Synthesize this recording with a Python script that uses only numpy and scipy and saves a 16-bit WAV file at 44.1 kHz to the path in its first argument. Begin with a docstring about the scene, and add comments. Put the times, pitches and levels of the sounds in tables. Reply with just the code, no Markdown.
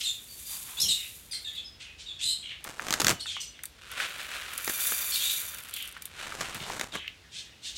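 """A small hard-walled room, one microphone close to a wide steel bowl, cage birds a few metres off.
The birds chirp and rasp from the start and throughout, as seeds hiss off a metal scoop and patter onto
a heap of crumbs in the bowl. Now and then a soft low flutter is heard. At 2.6 s a crackly plastic packet
is picked up, then tipped: seeds rain into the scoop and set it ringing. From 6 s the packet is folded
and put away, and a few seeds creep as the full scoop is tilted."""
import sys
import numpy as np
from scipy import signal
from scipy.fft import rfft, irfft
from scipy.io import wavfile

SR = 44100
rng = np.random.default_rng(int(sys.argv[2]) if len(sys.argv) > 2 else 0)


def int16_out(signal):
    """Quantize to a 16-bit WAV file."""
    q = np.round(np.clip(np.atleast_2d(signal).T, -1, 1) * 32767)
    wavfile.write(sys.argv[1], SR, q.astype(np.int16))


N = 342657
TIME = np.arange(N) / SR

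# Every level_db is relative within its table; colours and layer gains follow.
# seeds sliding off the scoop: time_s, level_db
SLIDE = [(0, -51.5), (0.2, -58.5), (0.46, -49), (0.52, -42), (0.64, -50), (1.05, -50.5), (1.28, -61.5),
         (1.56, -66.5), (1.76, -92)]
# clumps of seeds landing on the soft heap: start_s, attack_s, hold_s, release_s, level_db
LANDINGS = [(0.43, 0.12, .01, 0.11, -53), (.58, 0.11, 0.0091, .45, -53.5)]
# seeds creeping as the full scoop is tilted: start_s, attack_s, hold_s, release_s, level_db
CREEPS = [(7.28, 0.1, .01, 0.22, -72), (7.58, 0.093, .01, .2, -66)]
# ringing of the metal scoop: pitch_hz, width_hz, level_db
SCOOP_MODES = [(2360, 37, 11.5), (3584, 75, 9.5), (4650, 26, 9), (5900, 38, 7), (6600, 36, -25),
               (8740, 35, 6), (9820, 134, 6.5), (11220, 130, 3.5), (11700, 110, -10)]
# hoarse calls: start_s, length_s, centre_hz, level_db
RASPS = [(0, 0.028, 3270, -34), (1.786, 0.064, 2400, -47), (1.973, 0.067, 3130, -48),
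         (2.183, 0.038, 2780, -44), (3.285, 0.066, 2920, -42.5), (3.397, 0.034, 5060, -40),
         (7.299, .14, 3270, -44.5), (7.609, 0.11, 3540, -41.5), (7.741, 0.071, 4100, -39)]
# pitched calls: start_s, length_s, mid_pitch_hz, level_db, roughness (0-1)
CHIRPS = [(0.03, 0.072, 3780, -32.5, 0.22), (.825, 0.05, 3160, -35.5, 0.11), (.951, .12, 2710, -46.5, .4),
          (1.308, .052, 4400, -35.5, .33), (1.317, 0.042, 2160, -48.5, 0.48),
          (1.441, .06, 3583, -39.5, 0.2), (1.543, 0.06, 3460, -40.5, .27), (1.836, .089, 2650, -52.5, .4),
          (2.055, 0.074, 3580, -42, 0.2), (2.419, 0.069, 3060, -43, 0.37),
          (2.483, 0.058, 2877, -42.5, 0.69), (3.26, .049, 3444, -36.5, .33),
          (3.342, .05, 2997, -40.5, 0.34), (5.112, 0.065, 4257, -31.5, 0.46),
          (5.723, 0.059, 3150, -41.5, 0.56), (5.795, 0.054, 3047, -41.5, 0.45),
          (6.914, .082, 3210, -43, 0.46), (6.977, .099, 2630, -47, 0.58)]
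WHISTLES = [(.28, 0.058, 4544, -52.5, .08), (.445, 0.12, 4754, -48, 0.07), (.878, 0.0543, 3830, -26, .3),
            (1.455, 0.038, 1760, -55, 0.08), (1.643, 0.031, 5130, -45, 0.09),
            (2.245, 0.0864, 4006, -30, .24), (3.129, 0.078, 2980, -51.5, 0.03),
            (3.398, 0.032, 5990, -40, 0)]
SQUAWKS = [(.766, 0.046, 3710, -36.5, 0.3), (.797, 0.035, 5480, -23.5, 0.4),
           (2.201, 0.067, 3780, -33, 0.42), (3.195, 0.025, 4070, -36.5, 0.38),
           (5.188, .15, 3696, -33.5, .4), (6.594, 0.066, 3470, -44.5, 0.76)]
# soft low flutters: start_s, length_s, level_db
FLUTTERS = [(0.771, 0.18, -48), (2.22, 0.12, -55), (2.999, 0.16, -37), (6.53, 0.12, -48)]
# the last seeds of each pour: start_s, attack_s, hold_s, release_s, level_db
STRAGGLERS = [(1.3, .15, .15, .1, -65.5), (5.45, .2, 0.24, .15, -54)]
# the packet lifted and gripped, later folded and put down: start_s, attack_s, hold_s, release_s, level_db
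RUSTLES = [(2.58, 0.087, 0.19, 0.11, -45), (2.78, 0.13, 0.22, .05, -40), (3.03, 0.053, 0.027, 0.033, -36.5),
           (6.04, .22, 0.53, 0.17, -43.5), (6.58, 0.11, 0.14, 0.1, -44), (6.9, 0.052, 0.011, 0.074, -36)]
# creases of the packet snapping: start_s, level_db
CREASES = [(2.8837, -31.5), (2.9066, -24.5), (2.926, -23.5), (2.9387, -21), (3.0002, -25), (3.0039, -22),
           (3.017, -23), (3.046, -20.5), (3.068, -16.5), (3.082, -18.5), (3.0935, -18.5), (3.1024, -23),
           (3.1094, -25), (4.677, -29), (4.6965, -26.5), (4.92, -33.5), (6.408, -34.5), (6.4119, -30),
           (6.796, -33), (6.8118, -29), (6.9532, -38)]
# single seeds hitting the scoop: start_s, level_db
TICKS = [(2.6419, -35), (3.6352, -33), (3.655, -34.5), (3.916, -40), (4.535, -38), (4.5782, -27.5),
         (4.6454, -30), (5.585, -37.5), (5.7393, -30), (5.7641, -32), (5.8253, -35.5), (5.876, -39.5),
         (6.0218, -36.5), (6.055, -33), (6.5458, -36)]
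# seeds shifting in the packet as it tips: start_s, attack_s, hold_s, release_s, level_db
SHIFTS = [(3.68, 0.27, 0.93, 2.1, -43.5), (3.92, 0.095, 0.013, 0.087, -37), (4.28, 0.067, .01, 0.08, -49),
          (6.08, 0.14, 0.045, .16, -43.5), (6.36, 0.07, 0.12, 0.11, -45.5)]
# trickle, main pour, surge and last shake into the scoop: start_s, attack_s, hold_s, release_s, level_db
REFILL_POURS = [(3.8, 0.26, 1.52, .4, -58), (4.47, 0.28, 0.6, .36, -37), (4.76, .11, 0.014, 0.11, -37.5),
                (5.7, 0.072, 0.014, 0.15, -49)]
# hollow knocks of the scoop being handled: start_s, pitch_hz, level_db
KNOCKS = [(2.649, 845, -37), (2.6745, 990, -36.5), (2.7954, 1300, -27), (3.2586, 1390, -37),
          (3.367, 1140, -35.5), (3.591, 2000, -42), (3.6395, 1480, -41), (4.001, 1600, -25),
          (5.9655, 1460, -37.5), (6.322, 1400, -33), (6.7011, 700, -29.5), (6.9534, 1087, -32),
          (7.078, 2680, -29)]

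# spectrum of each sound: frequency_hz, level_db
SLIDE_COLOUR = [(700, -27), (2000, -5.5), (3500, 3), (5300, -1), (7000, 7), (10000, 5.5), (12500, 8),
                (16000, -0.5)]
LANDING_COLOUR = [(200, -13), (600, -14), (1000, -0.5), (1500, -4), (1800, -5), (2500, -3), (4000, -5),
                  (9000, -28)]
VOICE_COLOUR = [(800, -9.5), (2000, -0.5), (3700, 0.5), (5000, -2), (6700, -0.5), (8000, 2), (9500, 2.5),
                (10400, -6.5), (11500, 2), (13000, -8), (16000, -11)]
FLUTTER_COLOUR = [(30, -49), (80, -0.5), (160, -1.5), (280, -11.5), (500, -16), (1200, -27)]
TICK_COLOUR = [(800, -30), (2500, 0), (6000, -1), (8000, 6.5), (10000, 4), (13000, 6), (16000, -1)]
RUSTLE_COLOUR = [(40, -4.5), (90, -3), (200, -3), (400, -3), (800, -1.5), (1300, -1.5), (2500, -6),
                 (4800, -11), (7500, -9.5), (12000, -20), (16000, -30)]
CRACK_COLOUR = [(1000, -7), (3000, 0), (5000, -0.5), (6800, 3), (9000, -6), (13000, -9.5), (16000, -17)]
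POP_COLOUR = [(50, -44), (170, 2), (350, 2), (800, -0.5), (1250, 2), (2500, -4), (4000, -4), (9000, -50)]
SHIFT_COLOUR = [(80, -16), (300, -15), (550, -5), (850, -8.5), (1400, 4), (2100, 0.5), (2600, 3),
                (3800, -1.5), (5000, -9.5), (9000, -11.5), (16000, -30)]
REFILL_COLOUR = [(900, -23), (2000, -6.5), (3300, -6.5), (4300, -3), (5300, -5), (6000, -2.5), (7000, 5.5),
                 (8000, 1), (10500, -1.5), (11400, 2), (12600, 8), (13600, 1.5), (16000, 5.5)]
ROOM_TONE_COLOUR = [(20, -40), (40, -5), (53, 3), (70, 2), (110, -3.5), (200, -9), (400, -13), (900, -18),
                    (2000, -15.5), (3500, -13), (7000, -23), (16000, -36.5)]


def from_db(db):
    """Decibels to gain."""
    return 10 ** (np.asarray(db) / 20)


def rms_one(x):
    """Scale to rms 1."""
    return x / np.sqrt(np.mean(x ** 2) + 1e-20)


def add(track, start_s, sound):
    """Mix a short sound in at start_s."""
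    start = int(np.clip(round(start_s * SR), 0, N - 1))
    track[start:start + len(sound)] += sound[:N - start]


def level_curve(rows, fade_s=0.011):
    """Gain along a dB curve, fading to silence outside it."""
    time_s, db = np.transpose(rows)
    inside_s = np.minimum(TIME - time_s[0], time_s[-1] - TIME)
    return from_db(np.interp(TIME, time_s, db)) * np.clip(inside_s / fade_s + 1, 0, 1)


def swells(rows):
    """Gain of overlapping gestures, each with an attack, a hold and a release."""
    gain = np.zeros(N)
    for start_s, attack_s, hold_s, release_s, db in rows:
        corners_s = np.cumsum([0, attack_s, hold_s, release_s])
        gain += from_db(db) * np.interp(TIME - start_s, corners_s, [0, 1, 1, 0]) ** 2
    return gain


def drift(hz, length):
    """Smooth random motion of rms 1, mostly slower than hz."""
    pole = np.exp(-2 * np.pi * hz / SR)
    noise = rng.standard_normal(length + SR // 10)
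    return rms_one(signal.lfilter([1], [1, -2 * pole, pole * pole], noise)[-length:])


def coloured(x, colour, size=4096):
    """Minimum-phase filter of unit energy with the given spectrum."""
    hz, db = np.transpose(colour)
    grid_hz = np.maximum(np.fft.rfftfreq(size, 1 / SR), 1)
    gain = from_db(np.interp(np.log(grid_hz), np.log(hz), db))
    cepstrum = irfft(np.log(gain))
    causal = 2 * cepstrum[:size // 2] * (np.arange(size // 2) > 0)
    response = irfft(np.exp(rfft(causal, size)))
    return signal.oaconvolve(x, response / np.linalg.norm(response))[:len(x)]


def resonance(x, hz, width_hz):
    """Two-pole resonance with gain 1 at its peak."""
    radius = np.exp(-np.pi * width_hz / SR)
    feedback = [1, -2 * radius * np.cos(2 * np.pi * hz / SR), radius ** 2]
    return signal.lfilter(np.array([1, 0, -1]) * (1 - radius ** 2) / 2, feedback, x + 1e-18)


def grains(gain, per_s, spread_db, clump_db, clump_hz):
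    """Random collisions of uneven size, in clumps; about per_s a second at the strongest flow."""
    chance = np.clip(per_s * (gain / gain.max() + 0.041) / SR, 1e-6, 1)
    sizes = from_db(spread_db * np.minimum(rng.exponential(1, N), 5))
    kicks = rms_one(sizes * rng.choice([-1, 1], N))
    clumps = rms_one(from_db(clump_db * drift(clump_hz, N)))
    return gain * clumps * kicks * (rng.random(N) < chance) / np.sqrt(chance)


def burst(decay_s, tail_s, size=2048):
    """A jagged contact noise with a weak tail; it has the energy of 4 ms at rms 1."""
    t = np.arange(size) / SR
    envelope = np.exp(-t / decay_s) + from_db(-19) * np.exp(-t / tail_s)
    sound = rng.standard_normal(size) * envelope
    return sound / np.linalg.norm(sound) * np.sqrt(0.004 * SR)


def scoop(hits, colour, ring_db):
    """Seed husks click and set the thin metal ringing."""
    ringing = sum(from_db(db) * resonance(hits, hz, width_hz) for hz, width_hz, db in SCOOP_MODES)
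    return coloured(hits + from_db(ring_db) * ringing, colour)


def sliding_seeds():
    """Seeds hiss over the scoop and patter on the heap; at the end a few creep in the scoop."""
    flow = level_curve(SLIDE) + swells(CREEPS)
    sliding = grains(flow, per_s=11000, spread_db=1.5, clump_db=1, clump_hz=40)
    landing = grains(swells(LANDINGS), per_s=2500, spread_db=1, clump_db=1, clump_hz=30)
    hiss = scoop(sliding, SLIDE_COLOUR, ring_db=-5.5)
    return from_db(5.5) * hiss + from_db(4) * coloured(landing, LANDING_COLOUR)


def bird_rasps(buzz_hz=780, jitter=0.11, hiss=0.52, lower_width_hz=2300, upper_width_hz=4400):
    """Unsteady pulses with some hiss, through two broad resonances of the bird's throat."""
    out = np.zeros(N)
    for start_s, length_s, hz, db in RASPS:
        n = int(length_s * SR)
        cycles = np.cumsum(buzz_hz * (1 + jitter * drift(40, n))) / SR
        pulses = np.diff(np.floor(cycles), prepend=0) * from_db(2.3 * drift(220, n))
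        buzz = rms_one(pulses) + hiss * rng.standard_normal(n)
        upper_hz = 1.27 * hz
        lower = resonance(resonance(buzz, hz, lower_width_hz), hz, lower_width_hz)
        upper = resonance(resonance(buzz, upper_hz, upper_width_hz), upper_hz, upper_width_hz)
        throat = rms_one(lower) + from_db(-1) * rms_one(upper)
        add(out, start_s, from_db(db) * rms_one(throat * signal.windows.hann(n)))
    return signal.sosfilt(signal.butter(4, 10000, fs=SR, output="sos"), out)


def bird_calls(rows, glide_octaves, waver_hz=130, pitch_swing=0.1366, swing_db=8, full_voice_db=-34.5):
    """Gliding tones, brighter when louder; a rough one wavers in pitch and level."""
    out = np.zeros(N)
    for start_s, length_s, hz, db, roughness in rows:
        n = int(length_s * SR)
        glide_hz = hz * 2 ** (glide_octaves * np.linspace(-0.5, 0.5, n))
        pitch_hz = glide_hz * (1 + pitch_swing * roughness * drift(waver_hz, n))
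        phase = 2 * np.pi * np.cumsum(pitch_hz) / SR
        # a slower membrane of the syrinx adds sidebands
        phase += 1.6 * roughness * np.sin(0.24 * phase + drift(waver_hz, n))
        overtones = np.sin(2 * phase) + from_db(-11) * np.sin(3 * phase)
        overtones_db = -7 - 1.67 * max(full_voice_db - db, 0)
        tone = np.sin(phase) + from_db(overtones_db) * overtones
        tone *= from_db(swing_db * roughness * drift(waver_hz, n))
        add(out, start_s, from_db(db) * rms_one(tone * signal.windows.tukey(n, 0.4)))
    return out


def far_chatter(count=24, length_s=0.049, range_hz=(1620, 3530), level_db=-60.5):
    """Birds in the farther cages call softly at random; gives rows like those of CHIRPS."""
    return [(when * N / SR, length_s, np.interp(pitch, [0, 1], range_hz), level_db, roughness / 2)
            for when, pitch, roughness in rng.random((count, 3))]


def cage_birds():
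    """Chirps fall, squawks rise harshly, whistles stay nearly level; hoarse calls come between."""
    chirps = bird_calls(CHIRPS + far_chatter(), glide_octaves=-0.3)
    squawks = bird_calls(SQUAWKS, glide_octaves=0.36)
    whistles = bird_calls(WHISTLES, glide_octaves=-0.03)
    return from_db(-4) * coloured(chirps + squawks + whistles + bird_rasps(), VOICE_COLOUR)


def flutters():
    """Brief lumpy puffs in the bass."""
    out = np.zeros(N)
    for start_s, length_s, db in FLUTTERS:
        n = int(length_s * SR)
        add(out, start_s, from_db(db) * signal.windows.tukey(n, 0.5) * rng.standard_normal(n))
    return coloured(out, FLUTTER_COLOUR)


def stragglers():
    """Sparse seeds bounce on the metal as a pour runs out."""
    bounces = grains(swells(STRAGGLERS), per_s=100, spread_db=1.5, clump_db=1, clump_hz=16)
    return from_db(1) * scoop(bounces, TICK_COLOUR, ring_db=5)


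def packet(wall_hz=(1000, 2100), firm_crack_db=-23, firm_pop_db=-29):
    """Each crease cracks and pops a patch of plastic wall at its own pitch, over small crinkles."""
    cracks, pops = np.zeros(N), np.zeros(N)
    for start_s, crack_db in CREASES:
        add(cracks, start_s, from_db(crack_db) * burst(decay_s=0.0014, tail_s=0.015))
        pop = burst(decay_s=0.003, tail_s=0.025)
        pop += from_db(4) * resonance(pop, rng.uniform(*wall_hz), width_hz=420)
        # the pop grows less than the crack, so harder creases are brighter
        pop_db = firm_pop_db + 0.26 * (crack_db - firm_crack_db)
        add(pops, start_s, from_db(pop_db) * pop)
    crinkles = grains(swells(RUSTLES), per_s=3000, spread_db=2.7, clump_db=2.8, clump_hz=55)
    snaps = coloured(cracks, CRACK_COLOUR) + coloured(pops, POP_COLOUR)
    return snaps + coloured(crinkles, RUSTLE_COLOUR)


def refill():
    """Seeds shift in the packet and rain into the scoop; single ones tick loudly."""
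    shifting = grains(swells(SHIFTS), per_s=4000, spread_db=0.24, clump_db=1.85, clump_hz=45)
    raining = grains(swells(REFILL_POURS), per_s=6000, spread_db=2.4, clump_db=1.3, clump_hz=50)
    ticks = np.zeros(N)
    for start_s, db in TICKS:
        add(ticks, start_s, from_db(db) * burst(decay_s=0.0021, tail_s=0.015))
    return (from_db(2.5) * coloured(shifting, SHIFT_COLOUR)
            + from_db(4.5) * scoop(raining, REFILL_COLOUR, ring_db=6)
            + scoop(ticks, TICK_COLOUR, ring_db=-2.5))


def scoop_knocks(width_hz=900, click_db=-17):
    """A short contact sounds one broad resonance, with a little of its own click."""
    out = np.zeros(N)
    for start_s, hz, db in KNOCKS:
        contact = burst(decay_s=0.0016, tail_s=0.02)
        hollow = resonance(resonance(contact, hz, width_hz), hz, 2 * width_hz)
        knock = rms_one(hollow) * np.std(contact) + from_db(click_db) * contact
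        add(out, start_s, from_db(db) * knock)
    return out


def room(x, first_echo_s=0.0089, t60_s=0.38, treble_t60_s=0.24):
    """Diffuse echoes off the hard walls, of unit energy; the treble dies sooner."""
    t = TIME[:SR]
    noise = rng.standard_normal(SR)
    low = signal.sosfilt(signal.butter(1, 6000, fs=SR, output="sos"), noise)
    treble = noise - low
    tail = low * from_db(-60 * t / t60_s) + treble * from_db(-60 * t / treble_t60_s)
    tail *= t > first_echo_s
    return signal.oaconvolve(x, tail / np.linalg.norm(tail))[:N]


def scene():
    """At the microphone: seeds and packet close and nearly dry, the birds as much echo as direct."""
    near = sliding_seeds() + refill() + stragglers() + packet() + scoop_knocks() + flutters()
    birds = cage_birds()
    room_tone = from_db(-56) * coloured(rng.standard_normal(N), ROOM_TONE_COLOUR)
    echoes = room(from_db(-18) * near + birds)
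    return (near + birds + echoes + room_tone)[None]


def record(dry, cutoff_hz=15900):
    """The top of the treble is cut steeply."""
    return signal.sosfilt(signal.ellip(12, 0.1, 80, cutoff_hz, fs=SR, output="sos"), dry)


dry = scene()
out = record(dry)
int16_out(out)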